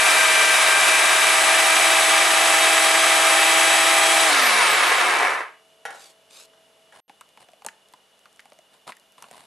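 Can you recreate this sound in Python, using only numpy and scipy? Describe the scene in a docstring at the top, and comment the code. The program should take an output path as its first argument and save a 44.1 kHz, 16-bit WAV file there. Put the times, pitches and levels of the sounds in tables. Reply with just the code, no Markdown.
"""A small kitchen, a close-spaced stereo pair near the table. An electric meat grinder is running: gears rattle
in the plastic housing, brushes hiss, shaft and gears whine. Switched off, it coasts to a stop; the pusher
knocks in the feed tube and slides out. The sound drops out for a moment, then a cat eats the mince from a plate
with small wet clicks, over faint room tone."""
import sys
import numpy as np
from scipy import signal
from scipy.fft import rfft, irfft, next_fast_len
from scipy.io import wavfile
from scipy.ndimage import uniform_filter1d, map_coordinates

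SR = 44100
rng = np.random.default_rng(int(sys.argv[2]) if len(sys.argv) > 2 else 0)


def unload_audio(sound):
    """Save the sound as a 16-bit wav file, at the path given as the first command line argument."""
    columns = np.transpose(np.atleast_2d(sound))
    # keep every value between -1 and 1, then stretch to whole-number steps
    steps = np.round(np.clip(columns, -1, 1) * 32767)
    wavfile.write(sys.argv[1], SR, steps.astype(np.int16))


N = 417186

OFF_S, STOP_S = 4.258, 5.453  # switched off, at rest
PAUSE_START_S, PAUSE_END_S = 7.003, 7.08
LABOURING_HZ, EASY_HZ = 320.5, 325.5  # motor speed with a full and a nearly empty screw
SETTLE_HZ = 44  # below this motor speed the teeth stop striking
GEAR_RATIO = 8 / 13  # gear cycles per motor turn
TEETH_PER_TURN = 4 * GEAR_RATIO


def motor_speed():
    """Turns per second: held up by the mains, then braked by dry friction and square-law fan drag."""
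    # speed under power, rising as the meat clears: (time [s], speed [turns/s])
    powered = [(0, 320.7), (0.55, 319.7), (0.7, 321), (1.1, 321.4), (1.6, 324), (2.6, 325), (3.2, 324.9),
               (3.9, 326.7), (4.25, 326)]
    time_left = np.clip((STOP_S - clock()) / (STOP_S - OFF_S), 0, 1)
    drag = np.sqrt(1.19)  # fan drag is 1.19 times the friction at full speed
    return np.interp(clock(), *np.transpose(powered)) * np.tan(np.arctan(drag) * time_left) / drag


def gears_and_brushes(turns, speed, power):
    """Gear teeth rattle as they strike, and the brushes scrape hardest once a turn."""
    # noise spectrum under power: (frequency [Hz], level [dB])
    loaded = [(30, -33.5), (130, -31.5), (220, -25.5), (330, -12.5), (600, -4.5), (1100, 0.5), (2400, -6.5),
              (3200, -3.5), (4500, -7), (7000, -8.5), (10000, -6), (12400, -17.5)]
    # noise spectrum while coasting: (frequency [Hz], level [dB])
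    loose = [(30, -45.5), (120, -42.5), (170, -35.5), (240, -24.5), (350, -10.5), (600, -5.5), (1100, -2),
             (2400, -8), (3200, -6), (4500, -12), (7000, -19.5), (10000, -18), (12400, -29)]
    # narrow housing resonances while coasting: (frequency [Hz], width [Hz], lift [dB])
    housing_modes = [(527, 70, 2), (1055, 70, 4.5), (1700, 50, 3), (2170, 50, 3)]
    low = lambda hz: 1 / np.sqrt(1 + (hz / 4250) ** 16)
    high = lambda hz: np.sqrt(1 - low(hz) ** 2)
    strikes = np.exp(-(TEETH_PER_TURN * turns % 1))
    strikes /= np.sqrt(uniform_filter1d(strikes ** 2, size=2000))
    brushes = 1 + .2 * np.cos(2 * np.pi * turns)
    rattle, hiss = np.zeros((2, 2, N))
    for spectrum, share in ((loaded, power), (loose, 1 - power)):
        gain = grinder_colour(spectrum)
        rattle += np.sqrt(share) * stereo(strikes * noise(), lambda hz: gain(hz) * low(hz))
        hiss += np.sqrt(share) * stereo(brushes * noise(), lambda hz: gain(hz) * high(hz))
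    # slow teeth meet softly and sound duller
    soft = filtered(rattle, lambda hz: flat_band(hz, 0, 2130))
    rattle = soft + np.clip(speed / 140, .15, 1) * (rattle - soft)
    # the housing rings as the grinder coasts
    ring = lambda hz: sum((amp(db) - 1) * peak(hz, f, width) for f, width, db in housing_modes)
    rattle += (1 - power) * filtered(rattle, ring)
    moving = np.minimum(speed / SETTLE_HZ, 1)
    rattle *= ring_out(amp(-18) * moving)
    hiss *= ring_out(amp(-22.5) * (speed / EASY_HZ) ** .68 * moving)
    return (rattle + hiss) * amp(.6 * wobble(90))


def grinder_colour(spectrum):
    """A broad spectrum with peaks: housing resonances and bands around the gear and shaft tones."""
    # peaks in the grinder's noise: (frequency [Hz], width [Hz], lift [dB])
    peaks = [(364, 20, 2.5), (697, 22, 3), (726, 28, 6), (780, 26, 0.5), (1223, 210, 4), (1630, 45, 6),
             (1760, 138, 6), (1986, 73, 6), (2232, 390, 6.5), (2324, 35, 7), (2620, 190, 5.5),
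             (3000, 98, 2), (3744, 49, 9), (6360, 429, 2.5), (7900, 195, 2), (9420, 288, 4)]
    return lambda hz: amp(along(spectrum, hz) + sum(db * peak(hz, f, width) for f, width, db in peaks))


def ring_out(gain, t60=.33):
    """A noise's gain cannot fall faster than the housing and the room ring out."""
    decay = 10 ** (-6 / (t60 * SR))
    energy, _ = signal.lfilter([1 - decay], [1, -decay], gain ** 2, zi=[decay * gain[0] ** 2])
    return np.sqrt(energy)


def driven_whine(turns, speed, power):
    """Tones locked to shaft and gears shift with the load, waver, and fade when the power is cut."""
    # shaft tones that follow the load: (multiple of the shaft rate, labouring [dB], easy [dB])
    load_lines = [(1.003, -51, -39), (2.002, -32.5, -29), (9.99, -53.5, -32), (24, -36, -33.5)]
    # gear mesh tones: (multiple of the mesh rate, labouring [dB], easy [dB])
    mesh_lines = [(1, -40, -28.5), (2, -27, -38.5), (3, -26, -32)]
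    # weaker shaft tones: (multiple of the shaft rate, level [dB])
    shaft_lines = [(3, -38.5), (4, -36), (7, -37.5), (8, -34), (9, -35.5), (12, -39), (15, -41.5),
                   (16, -42), (19, -41.5), (29, -49), (32, -52), (33, -47), (34, -43)]
    # gear tones: (multiple of the gear cycle rate, level [dB])
    gear_lines = [(6, -36.5), (9, -39), (10, -35), (16, -39), (17, -43)]
    cleared = np.clip((np.maximum.accumulate(speed) - LABOURING_HZ) / (EASY_HZ - LABOURING_HZ), 0, 1)
    strong = load_lines + [(TEETH_PER_TURN * k, labouring, easy) for k, labouring, easy in mesh_lines]
    lines = [(k, labouring + cleared * (easy - labouring)) for k, labouring, easy in strong]
    lines += shaft_lines + [(k * GEAR_RATIO, db) for k, db in gear_lines]
    angle = 2 * np.pi * turns + .015 * wobble(12)  # the meat loads the shaft unevenly
    mid, side = np.zeros((2, N))
    for k, db in lines:
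        looseness = min(k / 5, 1)  # the lowest tones are the steadiest
        level = amp(db + 1.6 * looseness * wobble(14))
        line = level * np.sin(k * angle + .22 * looseness * wobble(35))
        mid += line
        side += line * rng.normal(.06, .2 * looseness)
    return np.sqrt(2) * power * np.array([mid + side, mid - side])


def coasting_whine(turns, speed, power, bars=24):
    """Commutator and gear harmonics slide down through the housing's bands; the unbalanced rotor hums."""
    # commutator whine: (multiple of the bar rate, level [dB])
    harmonics = [(1, -30.5), (2, -30), (3, -35.5), (4, -39.5), (5, -44), (6, -47.5), (7, -50)]
    tone = lambda k: amp(1.6 * wobble(60)) * np.sin(2 * np.pi * k * turns + .35 * wobble(120))
    through = lambda k, centre_hz, reach_hz: tone(k) * flat_band(k * speed, centre_hz, reach_hz)
    commutator = sum(amp(db) * through(bars * k, 9800, 2500) for k, db in harmonics)
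    mesh = sum(through(TEETH_PER_TURN * k, 1300, 480) for k in range(1, 7))
    mesh *= amp(-27) * np.minimum(speed / 180, 1)
    rotor = amp(-32.5) * (speed / EASY_HZ) ** 3.6 * tone(1)
    return (1 - power) * np.minimum(speed / SETTLE_HZ, 1) * (commutator + rotor + mesh)


def pusher_knocks():
    """The plastic pusher knocks the metal tube: a crack, a dense thud and the tube's modes."""
    # hits on the feed tube: (time [s], level [dB])
    knocks = [(5.853, -17.5), (5.858, -25.5), (5.905, -25), (5.947, -31.5), (6.534, -48.5), (6.924, -39.5),
              (6.939, -44.5)]
    # tube modes: (frequency [Hz], level [dB], t60 before the cap [s])
    tube_modes = [(796, -1, 0.62), (1090, 0, 0.38), (1421, -15, 0.29), (1545, -8, 0.17), (1660, -11, 0.25),
                  (1910, 1, 0.82), (2110, -5, 0.26), (3260, -10, 0.3), (5730, 0, 0.068)]
    # thud spectrum: (frequency [Hz], level [dB])
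    thud_colour = [(88, -58), (150, -33), (400, -16), (481, -8), (793, -3), (1240, -7), (1730, -1.5),
                   (2550, -18), (3120, -12.5), (4350, -25), (10000, -23), (12500, -37), (16200, -63.5),
                   (22000, -120)]
    out, t = np.zeros(N), np.arange(SR // 2) / SR
    for s, db in knocks:
        ring = sum(amp(level + rng.normal(0, 1.1) - 60 * t / min(t60, .4)) * np.sin(2 * np.pi * hz * t)
                   for hz, level, t60 in tube_modes)
        thud = unit(filtered(rng.standard_normal(len(t)), colour(thud_colour)))
        thud *= amp(-8 - 60 * t / .055)
        crack = rng.standard_normal(len(t)) * amp(-11.5 - 60 * t / .009)
        add(out, s, amp(db) * (amp(-27) * ring + thud + crack))
    return out


def pusher_slides(reflection=.45):
    """The pusher scrapes the tube; the air column's resonances shift as it moves."""
    # strokes: (start [s], end [s], level [dB], air column at the start [m], at the end [m])
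    slides = [(5.908, 6.141, -49.5, .12, 0.16), (6.294, 6.47, -47, .145, .125)]
    # scrape spectrum: (frequency [Hz], level [dB])
    scrape_colour = [(150, -22), (500, 4.5), (1200, -6.5), (2500, -2.5), (4400, 2.5), (5500, -2.5),
                     (7500, -0.5), (10000, -5.5), (12500, -10.5)]
    out, t = np.zeros((2, N)), clock()
    scrape = stereo(amp(3 * wobble(300)) * noise(), colour(scrape_colour))
    for start, end, db, from_m, to_m in slides:
        at = np.flatnonzero((t > start) & (t < end))
        progress = np.linspace(0, 1, len(at))
        round_trip = 2 * (from_m + (to_m - from_m) * progress) / 343 * SR
        echoes = sum(reflection ** k * scrape[:, at - np.round(k * round_trip).astype(int)]
                     for k in range(5))
        out[:, at] += amp(db) * arch(progress) ** .7 * unit(echoes)
    return out


def cat_bites(open_mouth_hz=1050, click_t60=.0059):
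    """Each smack is a ring of the mouth cavity, a wet tick, a soft jaw thump and a click of teeth."""
    # smacks: (time [s], mouth ring [dB], mouth resonance [Hz], wet tick [dB])
    bites = [(7.096, -56, 807, -74), (7.21, -54.5, 1170, -58.5), (7.374, -58.5, 778, -74),
             (7.487, -61.5, 754, -80), (7.534, -62.5, 647, -79.5), (7.621, -59, 861, -75),
             (7.648, -50.5, 690, -54), (7.664, -44.5, 865, -41), (7.686, -48, 1730, -69),
             (7.937, -57, 940, -66), (8.256, -60, 1270, -80), (8.394, -54.5, 1840, -74.5),
             (8.456, -61, 821, -71), (8.521, -59, 646, -81), (8.589, -62, 650, -68.5),
             (8.877, -50, 995, -59.5), (8.892, -48.5, 1013, -62.5), (8.921, -51.5, 1860, -72.5),
             (8.968, -65.5, 1910, -65), (9.181, -59.5, 1040, -69), (9.224, -55, 990, -53),
             (9.241, -56, 1072, -74), (9.312, -56.5, 708, -59.5)]
    out, t = np.zeros(N), np.arange(SR // 10) / SR

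    def burst(t60, centre_hz, q):
        """Dying noise through one resonance."""
        response = lambda hz: 1j * hz / (q * (centre_hz - hz ** 2 / centre_hz) + 1j * hz)
        return unit(filtered(rng.standard_normal(len(t)) * amp(-60 * t / t60), response))

    for s, db, mouth_hz, tick_db in bites:
        opening = max(np.log2(mouth_hz / open_mouth_hz), 0)  # an open mouth rings higher, thumps less
        ring = amp(db) * burst(.035, mouth_hz, q=4.5)
        tick = amp(tick_db) * burst(click_t60, 8600, q=1.5)
        thump = amp(db - 16.5 - 24 * opening) * burst(.043, 210, q=1.4)
        teeth = amp(db - 8) * burst(click_t60, 2500, q=2.6)
        add(out, s, ring + tick + thump + teeth)
    return out


def saliva(count=18):
    """Tiny wet ticks scattered among the bites."""
    out, t = np.zeros(N), np.arange(SR // 200) / SR
    for s, db in zip(rng.uniform(PAUSE_END_S, N / SR, count), rng.normal(-41, 3, count)):
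        add(out, s, amp(db - 60 * t / .003) * rng.standard_normal(len(t)))
    return filtered(out, lambda hz: 1j * hz / (4000 + 1j * hz))


def rustles():
    """Handling noise and food on the plate: strokes of grainy friction that swell and fade."""
    # strokes: (start [s], end [s], level [dB])
    strokes = [(6.923, 7.038, -54), (7.389, 7.45, -53), (8.71, 8.784, -56.5), (8.866, 8.921, -42.5),
               (9.169, 9.292, -55), (9.269, 9.49, -52)]
    # body of a rustle: (frequency [Hz], level [dB])
    body_colour = [(50, -24), (90, -15), (130, -4.5), (300, -7), (450, -6), (700, 4), (850, 1), (1000, 3),
                   (1250, -4.5), (3000, -8.5), (6000, -29.5)]
    # its crisp top: (frequency [Hz], level [dB])
    treble_colour = [(1500, -23.5), (2800, -6.5), (3700, 1.5), (4500, 0), (6000, -8), (9500, 0.5),
                     (12500, -13.5)]
    swell = sum(amp(db) * arch((clock() - start) / (end - start)) ** .84 for start, end, db in strokes)
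    grains = amp(4 * wobble(300))
    body = stereo(grains * noise(), colour(body_colour))
    treble = stereo(grains * noise(), colour(treble_colour))
    return swell * (body + amp(-4.5) * treble)


def standing_waves(x, spacing_hz=30, ripple_db=1.3):
    """Reflections from wall and table leave fine peaks and dips in a steady noise at the microphones."""
    knots = np.arange(0, SR / 2, spacing_hz)
    gains = unit(amp(ripple_db * rng.standard_normal(len(knots))))
    return filtered(x, lambda hz: np.interp(hz, knots, gains))


def kitchen_reverb(x):
    """The room's answer; the treble dies first."""
    # decay of the room: (frequency [Hz], t60 [s])
    decay = [(200, 0.45), (1500, 0.37), (10000, 0.21)]
    hz, t, spectra = signal.stft(rng.standard_normal((2, SR // 2)), SR, nperseg=256)
    _, tail = signal.istft(spectra * amp(-60 * t / along(decay, hz)[:, None]), SR, nperseg=256)
    tail = tail + .43 * tail[::-1]  # the two microphones are close together
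    return signal.fftconvolve(x[None], tail / np.linalg.norm(tail[0]), axes=1)[:, :N]


def room_tone(pulse_hz=25):
    """Faint hiss and hum, with a fuzzy high whistle and a pulsing one above it."""
    # hiss spectrum: (frequency [Hz], level [dB])
    hiss_colour = [(20, -17.5), (75, -18.5), (150, -8), (350, -1.5), (600, 5), (1100, -1), (2000, -4.5),
                   (3300, -3.5), (5000, -8.5), (8000, -11), (11000, -10), (12500, -19)]
    # hum: (frequency [Hz], level before the pause [dB], level after it [dB])
    hum_lines = [(50, -96.5, -93), (99, -84.5, -88), (158, -79.5, -84), (201, -80.5, -78), (252, -81, -83),
                 (442, -67.5, -74.5), (650, -61.5, -71.5)]
    t = clock()
    later = t > PAUSE_START_S
    hiss = amp(np.where(later, -61.5, -60.5)) * stereo(noise(), colour(hiss_colour))
    hum = sum(amp(np.where(later, after, before)) * np.sin(2 * np.pi * hz * t)
              for hz, before, after in hum_lines)
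    whistle = amp(-66.5) * stereo(noise(), lambda hz: peak(hz, 2910, 160))
    pulses = np.abs(np.sin(np.pi * pulse_hz * t)) ** 3
    chirp = amp(-67) * pulses * np.sin(2 * np.pi * 3500 * t + wobble(60))
    return hiss + hum + whistle + chirp


def stereo(pair, gain):
    """Two unrelated signals become a coloured left and right of rms 1, partly alike at the microphones."""
    # likeness of left and right: (frequency [Hz], correlation)
    likeness = [(60, 0.91), (130, 0.94), (280, 0.92), (590, 0.81), (1270, 0.72), (2730, 0.77), (5850, 0.85),
                (12600, 1)]
    angle = lambda hz: np.arccos(along(likeness, hz)) / 2
    mid, side = filtered(pair, lambda hz: gain(hz) * np.array([np.cos(angle(hz)), np.sin(angle(hz))]))
    return unit(np.array([mid + side, mid - side]))


def contact_band(x, low_hz, high_hz):
    """Small contacts carry no deep bass and little of the highest treble."""
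    return signal.sosfilt(signal.butter(2, [low_hz, high_hz], "bandpass", fs=SR, output="sos"), x)


def amp(db):
    """Decibels to gain."""
    return 10 ** (np.asarray(db) / 20)


def unit(x):
    """Scaled to rms 1."""
    return x / np.sqrt(np.mean(x ** 2) + 1e-20)


def clock():
    """The time of each sample."""
    return np.arange(N) / SR


def noise():
    """Two channels of white noise."""
    return rng.standard_normal((2, N))


def wobble(rate):
    """A smooth random curve, rate knots a second."""
    knots = rng.standard_normal(int(N * rate / SR) + 4)
    return map_coordinates(knots, [np.arange(0, N, 32) * rate / SR]).repeat(32)[:N]


def arch(progress):
    """Half a sine as progress goes from 0 to 1."""
    return np.abs(np.sin(np.pi * np.clip(progress, 0, 1)))


def along(points, hz):
    """(Hz, value) points read on a log axis."""
    knots, values = np.transpose(points)
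    return np.interp(np.log(hz + 1), np.log(knots + 1), values)


def colour(points):
    """(Hz, dB) points as a frequency response."""
    return lambda hz: amp(along(points, hz))


def peak(hz, centre, width):
    """A spectral peak of height 1."""
    return 1 / (1 + (2 * (hz - centre) / width) ** 2)


def flat_band(hz, centre, reach):
    """A flat-topped band, 3 dB down at centre +/- reach."""
    return 1 / np.sqrt(1 + ((hz - centre) / reach) ** 8)


def filtered(x, response):
    """x shaped by a frequency response."""
    n = x.shape[-1]
    padded = next_fast_len(n + SR // 8)
    return irfft(rfft(x, padded) * response(np.fft.rfftfreq(padded, 1 / SR)), padded)[..., :n]


def add(track, s, sound):
    """Mixes a sound into a track at time s."""
    part = track[round(s * SR):][:len(sound)]
    part += sound[:len(part)]


def scene():
    """One motor speed drives the whole grinder; the small sounds follow in the quiet."""
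    speed = motor_speed()
    turns = np.cumsum(speed) / SR
    power = np.clip(1 - (clock() - OFF_S) / .06, 0, 1)
    grinder = standing_waves(gears_and_brushes(turns, speed, power))
    grinder += driven_whine(turns, speed, power) + coasting_whine(turns, speed, power)
    knocks = contact_band(pusher_knocks(), low_hz=220, high_hz=11480)
    cat = contact_band(cat_bites() + saliva(), low_hz=130, high_hz=11000)
    reverb = kitchen_reverb(amp(-2) * knocks + amp(-15.5) * cat)
    return grinder + knocks + pusher_slides() + cat + rustles() + reverb + room_tone()


def record(dry):
    """The highest peaks are rounded, the level drops during the pause, and the top treble is cut."""
    rounded = dry / (1 + np.abs(dry / .8) ** 8) ** (1 / 8)
    paused = (clock() >= PAUSE_START_S) & (clock() <= PAUSE_END_S)
    return filtered(rounded * np.where(paused, amp(-39), 1), lambda hz: hz < 12600)


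dry = scene()
out = record(dry)
unload_audio(out)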